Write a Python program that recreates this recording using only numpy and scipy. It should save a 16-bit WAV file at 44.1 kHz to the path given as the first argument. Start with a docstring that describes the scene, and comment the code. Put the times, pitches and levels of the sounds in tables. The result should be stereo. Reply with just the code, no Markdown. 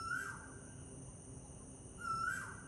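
"""A large bird whistles its rising-and-falling call twice among garden trees: a swept sine with overtones and rasp,
convolved with scattered, decaying reflections that form a long echo.
A near cicada buzzes high up beside a fainter one: click-driven narrow-band tones, with a low hum at the click rate.
Behind them lie a far insect chorus, crickets and the rumble of the air, all shaped noise,
and a few far birds, which are short frayed sine notes."""
import sys
import numpy as np
from scipy import signal
from scipy.fft import rfft, irfft, next_fast_len
from scipy.io import wavfile
from scipy.ndimage import uniform_filter1d

SR = 44100
rng = np.random.default_rng(int(sys.argv[2]) if len(sys.argv) > 2 else 0)


def store_wav(level_fs):
    """Save 16-bit WAV to argv[1]."""
    pcm = np.round(np.clip(np.atleast_2d(level_fs), -1, 1) * 32767)
    wavfile.write(sys.argv[1], SR, pcm.T.astype(np.int16))


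def gain_from_decibels(decibels):
    """Convert decibel values to linear amplitude factors."""
    exponent = np.asarray(decibels, float) / 20
    return 10 ** exponent


N = 117747  # samples in the scene
LEAD = 11025  # samples computed ahead of time zero, where the first call begins


def evened(x):
    """Normalization: scales a signal to an rms of 1."""
    return x / np.sqrt(np.mean(x ** 2) + 1e-20)


def read(points, hz, column=1):
    """Interpolation of a table column along a logarithmic frequency axis."""
    table = np.transpose(points)
    return np.interp(np.log(hz + 1), np.log(table[0] + 1), table[column])


def coloured(x, spectrum):
    """Linear filtering: weights each frequency by a table of gains in dB."""
    hz = np.fft.rfftfreq(len(x), 1 / SR)
    return irfft(rfft(x) * gain_from_decibels(read(spectrum, hz)), len(x))


def drift(rate_hz, size):
    """Superposition of slow sines in random phase gives an irregular fluctuation of rms 1."""
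    t = np.arange(size) / SR
    return evened(sum(np.sin(2 * np.pi * (f * t + rng.random())) / np.sqrt(f)
                      for f in np.geomspace(rate_hz / 10, rate_hz, num=20)))


def ports(pair, table):
    """Interaural-style cues: phase and level differ between left and right, frequency by frequency."""
    size = next_fast_len(pair.shape[1] + 2048)
    hz = np.fft.rfftfreq(size, 1 / SR)
    half = gain_from_decibels(read(table, hz, column=2) / 2) * np.exp(.5j * read(table, hz))
    return irfft(rfft(pair, size) * [half, 1 / half], size)[:, :pair.shape[1]]


def wash(spectrum, table, level_db, patchy_db, swell_db, swell_hz):
    """Many unresolved sources sum to Gaussian noise: random short-time spectra, patchy and swelling."""
    frames, hz = N // 256 + 5, np.fft.rfftfreq(1024, 1 / SR)
    a, b, c, d, patches = rng.standard_normal((frames, 513, 5)).T
    patches = uniform_filter1d(patches, size=8, axis=0)  # smooth along frequency
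    patches = evened(uniform_filter1d(patches, size=12, axis=1))  # smooth along time
    swell = drift(swell_hz, frames * 256)[::256]
    # the right channel is a partly coherent copy of the left
    alike = np.clip(read(table, hz), 0, 1)[:, None]
    left = a + 1j * b
    right = alike * left + np.sqrt(1 - alike ** 2) * (c + 1j * d)
    half = (gain_from_decibels(read(table, hz, column=3) / 2) * np.exp(.5j * read(table, hz, column=2)))[:, None]
    z = np.array([left * half, right / half])
    z *= gain_from_decibels(read(spectrum, hz)[:, None] + patchy_db * patches + swell_db * swell)
    out = signal.istft(z, nperseg=1024, noverlap=768)[1][:, :N]
    return gain_from_decibels(level_db) * out / np.sqrt(np.mean(out.mean(0) ** 2))


def air():
    """Broadband noise whose spectral density falls steeply above the bass is heard as rumble."""
    # Rumble spectrum. Each row: frequency in Hz, relative density in dB.
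    air_spectrum = [(30, -2.5), (60, -4), (110, 3), (200, -4.5), (330, -8.5), (600, -13.5), (1200, -23),
                    (2400, -36.5), (5000, -46), (6000, -56), (8000, -120)]
    # Stereo field. Each row: frequency in Hz, likeness of the channels (0 to 1), phase in radians,
    # left over right in dB.
    air_ports = [(39.6, .995, 0.36, 3), (85, 1, 0.28, 2.5), (220, 0.86, -1.07, -1), (450, 0.31, -1.09, 4.5),
                 (1580, 0.11, -0.7, 0.5), (2350, 0.4, -0.067, 2), (4600, 0.092, 0.69, -2)]
    return wash(air_spectrum, air_ports, level_db=-54, patchy_db=0.72, swell_db=0.26, swell_hz=3.0)


def crickets():
    """Superposed chirring in a narrow band becomes band noise with a quick common swell."""
    # Cricket band. Each row: frequency in Hz, relative density in dB.
    cricket_spectrum = [(2000, -85), (2500, -12.5), (2750, -4), (2900, 4), (3100, -9.5), (3500, -50)]
    # Stereo field. 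Each row: frequency in Hz, likeness of the channels (0 to 1), phase in radians,
    # left over right in dB.
    cricket_ports = [(2670, 0.62, 0.87, -7), (3200, 0.36, 0.33, 10.5)]
    return wash(cricket_spectrum, cricket_ports, level_db=-78.5, patchy_db=1, swell_db=2, swell_hz=10)


def insect_chorus():
    """Far insects in several treble bands overlap into one noise-like chorus."""
    # Chorus bands. Each row: frequency in Hz, relative density in dB.
    chorus_spectrum = [(4400, -75), (5200, -38.5), (5700, -10.5), (6100, -4.5), (6500, -8), (6800, -10.5),
                       (7200, -38.5), (7900, -17), (8400, -11.5), (9000, 0), (9900, -14), (10300, -44),
                       (12000, -120)]
    # Stereo field. Each row: frequency in Hz, likeness of the channels (0 to 1), phase in radians,
    # left over right in dB.
    chorus_ports = [(5520, 0.13, 3, -0.5), (6656, 0.4, -0.5, 8.5), (7280, 0.44, -12, -18.5),
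                    (8850, 1, -16, 2.5), (8690, 0.44, -0.06, 9), (10800, 0.58, -1, 4.5)]
    return wash(chorus_spectrum, chorus_ports, level_db=-62.5, patchy_db=1.3, swell_db=-0.14, swell_hz=3.7)


def far_birds():
    """Amplitude modulation by noise frays gliding, soft-edged tones on their long way through the leaves."""
    # Short notes. Each row: start in seconds, length in seconds, pitch in Hz, glide over the note in Hz,
    # level at mid-note in dB, fraying share.
    far_notes = [(1.075, .045, 1000, 20, -65, .2), (1.44, .04, 830, -10, -64, .2),
                 (1.425, .055, 4100, -200, -82, 1.5), (1.6, .04, 1045, 10, -67, .2),
                 (2.025, .07, 890, -30, -68, .2)]
    t, out = np.arange(N) / SR, 0
    for start, length, hz, glide_hz, db, fray in far_notes:
        u = np.clip((t - start) / length, 0, 1)  # progress through the note
        shake = 1 + fray * evened(uniform_filter1d(rng.standard_normal(N), size=120))
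        tone = np.sin(2 * np.pi * np.cumsum(hz + glide_hz * u) / SR)
        out = out + np.sqrt(2 / (1 + fray ** 2)) * gain_from_decibels(db) * shake * np.sin(np.pi * u) * tone
    return out


def rib_clicks(cycle):
    """Impulsive excitation: each click of the ribs jumps up and decays exponentially."""
    # Clicks in one cycle. Each row: position as a share of the cycle, relative strength in dB.
    ribs = [(0, 12), (0.332, 7.5)]
    decay = .2  # share of a cycle
    return sum(gain_from_decibels(rib_db) * np.exp(-((cycle - at) % 1) / decay) for at, rib_db in ribs)


def body_tone(hz, width_hz):
    """Resonance: a narrow band of noise about its centre frequency is a tone that wavers."""
    r = np.exp(-np.pi * width_hz / SR)
    noise = rng.standard_normal(N) + 1j * rng.standard_normal(N)
    envelope = signal.lfilter([1 - r], [1, -r], noise)
    return evened((envelope * np.exp(2j * np.pi * hz * np.arange(N) / SR)).real)


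def cicada():
    """Rib clicks modulate the body tones of two cicadas; a low hum lies on the nearer one's rate."""
    # Rate of the nearer cicada. Each row: time in seconds, cycles per second.
    buzz_rate = [(0, 132.5), (.6, 132.5), (1.15, 131.1), (1.65, 131.7), (1.85, 131), (2.0, 126), (2.3, 127),
                 (2.67, 130.5)]
    # Body tones. Each row: rate factor (1 or the second cicada's), frequency in Hz, width in Hz,
    # relative strength in dB.
    bodies = [(1, 9340, 35, 2), (1, 9655, 60, -3), (.95, 8955, 30, -1), (.95, 8620, 200, -13)]
    # Colour of the buzz. Each row: frequency in Hz, gain in dB.
    buzz_colour = [(7500, -30), (8400, -3), (8900, -4.5), (9700, 3.5), (9850, -18.5), (10300, -31)]
    # Buzz at the two microphone ports. Each row: frequency in Hz, lead of the left in radians,
    # left over right in dB.
    buzz_ports = [(8500, -27, -8), (7910, 0, -12.5), (9940, -3, 0), (9706, 1.5, 13)]
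    # Hum partials. Each row: multiple of the buzz rate, middle level in dB.
    hum_partials = [(1, -65.5), (2, -66.5), (3, -69.5)]
    hum_waver_db, buzz_db = 4, -58.5
    s, rate = np.transpose(buzz_rate)
    cycle = np.cumsum(np.interp(np.arange(N) / SR, s, rate)) / SR
    buzz = 0
    for factor, hz, width_hz, body_db in bodies:
        buzz = buzz + gain_from_decibels(body_db) * rib_clicks(factor * cycle) * body_tone(hz, width_hz)
    buzz = evened(coloured(buzz, buzz_colour)) * gain_from_decibels(buzz_db)
    hum = 0
    for k, hum_db in hum_partials:
        level = gain_from_decibels(hum_db + hum_waver_db * drift(25, N))
        hum = hum + np.sqrt(2) * level * np.sin(2 * np.pi * k * cycle)
    return ports(np.array([buzz, buzz]), buzz_ports) + hum


def trees(x):
    """Diffuse reverberation: scattered reflections build up, then decay at a rate set by frequency."""
    # Echo decay. 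Each row: frequency in Hz, time to fall 60 dB in seconds, relative strength in dB.
    echo_t60 = [(830, 1.77, 1.5), (1290, 1.03, 5), (1590, 1.32, 0.5), (2870, 0.8, 3.5), (5900, 0.99, 5.5),
                (10950, 0.25, 2.5)]
    alike, build_s = 0.42, 0.0049  # likeness of left and right; time constant of the onset
    near_db, near_t60 = 6, 0.5  # extra strength and decay (s) of the nearest trees
    lumpy_db = 4.5  # unevenness of the tail, rms
    leaves_hz = 1.1  # moving foliage keeps changing the paths
    # three sets of paths, each with one impulse of random sign in every 20 samples
    taps = np.zeros((3, 2, 60000))
    at = np.arange(100, 59980, 20) + rng.integers(0, 20, (3, 2, 2994))
    np.put_along_axis(taps, at, rng.choice([-1., 1.], at.shape), 2)
    taps[:, 1] = alike * taps[:, 0] + np.sqrt(1 - alike ** 2) * taps[:, 1]
    hz, t, z = signal.stft(taps, SR, nperseg=256)
    fall_db = 60 * t / read(echo_t60, hz)[:, None]
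    shape = gain_from_decibels(read(echo_t60, hz, column=2)[:, None] - fall_db) * (1 - np.exp(-t / build_s))
    lumps = evened(uniform_filter1d(rng.standard_normal(len(t)), size=4))
    shape *= (1 + gain_from_decibels(near_db - 60 * t / near_t60)) * gain_from_decibels(lumpy_db * lumps)
    tail = signal.istft(z * shape, SR, nperseg=256)[1]
    tail = tail / np.linalg.norm(tail[0, 0])
    # the sets take turns at constant total power
    turn = np.pi * (leaves_hz * np.arange(len(x)) / SR + np.arange(3)[:, None] / 3)
    fed = np.sqrt(2 / 3) * np.cos(turn) * x
    return signal.fftconvolve(fed[:, None], tail, axes=2).sum(0)[:, :len(x)]


def overtones(hz, turns):
    """Source-filter principle: the throat and beak weigh each harmonic by its frequency."""
    # Overtone strength. Each row: frequency in Hz, strength in dB.
    throat = [(1700, -60), (2700, -29), (3200, -27.5), (4100, -43.5), (4800, -47), (5330, -22), (5500, -25),
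              (5680, -44), (6250, -34), (6800, -30.5), (7900, -30.5), (9300, -49), (10000, -54),
              (11050, -72), (11450, -27), (11750, -47), (12050, -34.5), (12500, -52)]
    return sum(gain_from_decibels(read(throat, k * hz)) * np.sin(k * turns) * (k * hz < 13000) for k in range(2, 12))


def rasp_sound(hz, turns, flutter):
    """Subharmonics at multiples of a quarter of the pitch, mixed with noise, are heard as roughness."""
    # Colour of the rasp. Each row: frequency in Hz, gain in dB.
    rasp_colour = [(1200, -3), (1900, 9), (2400, -2), (3000, -1.5), (3550, -17.5), (4600, -13),
                   (6200, -10.5), (8000, 1.5), (10000, -20), (11200, 9.5), (11900, -8), (12300, -41)]
    locked = .72  # share of the rasp that locks to every fourth cycle of the whistle
    strands = sum(np.cos(k * turns / 4 + k ** 2) * (k * hz / 4 < 13000) for k in range(3, 60))
    rasp = locked * evened(strands) * flutter + (1 - locked) * rng.standard_normal(len(hz))
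    return evened(coloured(rasp, rasp_colour))


def call(start, effort_db):
    """Frequency modulation: a nearly pure whistle follows the tune, with thin overtones and passing rasp."""
    # One call. Each row: time after its start in seconds, pitch in Hz, level in dB relative to the effort,
    # overtone gain in dB, rasp in dB relative to the level.
    tune = [(0, 1299, -15.5, -29, -48), (.015, 1435, -10.5, 7.5, -60), (.06, 1375, -5.5, -6, -22),
            (0.113, 1325, -6, -2.5, -56), (.215, 1347, -7, 1.5, -70), (.27, 1445, 2, -9, -80),
            (.325, 1574, -6, -2.5, -14), (.375, 1568, -3, 0.5, -14), (.405, 1334, -11, 2, -12),
            (0.465, 934.6, -20.5, -30, -15), (0.499, 839, -26, -29, -46), (0.532, 864, -60, -34, -22)]
    waver_hz, flutter_hz = 3.22, 90  # rms wander of the pitch; upper limit of the strength flutter
    overtone_shake = .22  # share of flutter in the overtones and locked rasp
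    t = np.arange(-LEAD, N) / SR - start
    s, hz, db, over_db, rasp_db = np.transpose(tune)
    hz = uniform_filter1d(np.interp(t, s, hz), size=500) + waver_hz * drift(40, len(t))
    level = gain_from_decibels(effort_db + uniform_filter1d(np.interp(t, s, db, -120, -120), size=300))
    rasp_level = gain_from_decibels(np.interp(t, s, rasp_db))
    turns = 2 * np.pi * np.cumsum(hz) / SR  # phase
    low_pass = signal.butter(N=2, Wn=flutter_hz, fs=SR)
    shake = evened(signal.lfilter(*low_pass, rng.standard_normal(len(t))))
    flutter = 1 + overtone_shake * shake
    whistle = (1 + rasp_level * shake) * np.sin(turns)  # the rasp also shakes the whistle's strength
    voice = whistle + gain_from_decibels(np.interp(t, s, over_db)) * flutter * overtones(hz, turns)
    return level * (np.sqrt(2) * voice + rasp_level * rasp_sound(hz, turns, flutter))


def bird():
    """Superposition of direct sound and reverberation: both calls, each with its echo."""
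    # Calls. Each row: start in seconds, effort in dB.
    calls_at = [(-.165, -38.5), (1.974, -38)]
    # The bird at the two microphone ports. Each row: frequency in Hz, lead of the left in radians,
    # left over right in dB.
    bird_ports = [(900, 2.5, 1), (1330, 2.8, 3.5), (1570, 3.2, -2), (2800, 1, 1), (5350, .3, 9),
                  (8000, .5, 2), (11200, 1.3, 0)]
    echo_db = 4
    direct = sum(call(*row) for row in calls_at)
    return ports(direct + gain_from_decibels(echo_db) * trees(direct), bird_ports)[:, LEAD:]


def scene():
    """Linear superposition of air, crickets, far chorus, far birds, cicadas and the calling bird."""
    return air() + crickets() + insect_chorus() + far_birds() + cicada() + bird()


def band_limit(x):
    """A steep low-pass at the top of the band."""
    return signal.sosfilt(signal.butter(12, 12620, fs=SR, output="sos"), x)


def record(dry):
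    """Band limitation: a high-pass at 42 Hz and a steep low-pass at 12500 Hz bound the spectrum."""
    low_cut = signal.butter(N=4, Wn=42, btype="high", fs=SR, output="sos")
    cut = signal.sosfilt(low_cut, dry)
    edge = signal.firwin(511, 12500, window=("kaiser", 9), fs=SR)
    mix = signal.oaconvolve(cut, edge[None], "same")
    return band_limit(mix)


dry = scene()
out = record(dry)
store_wav(out)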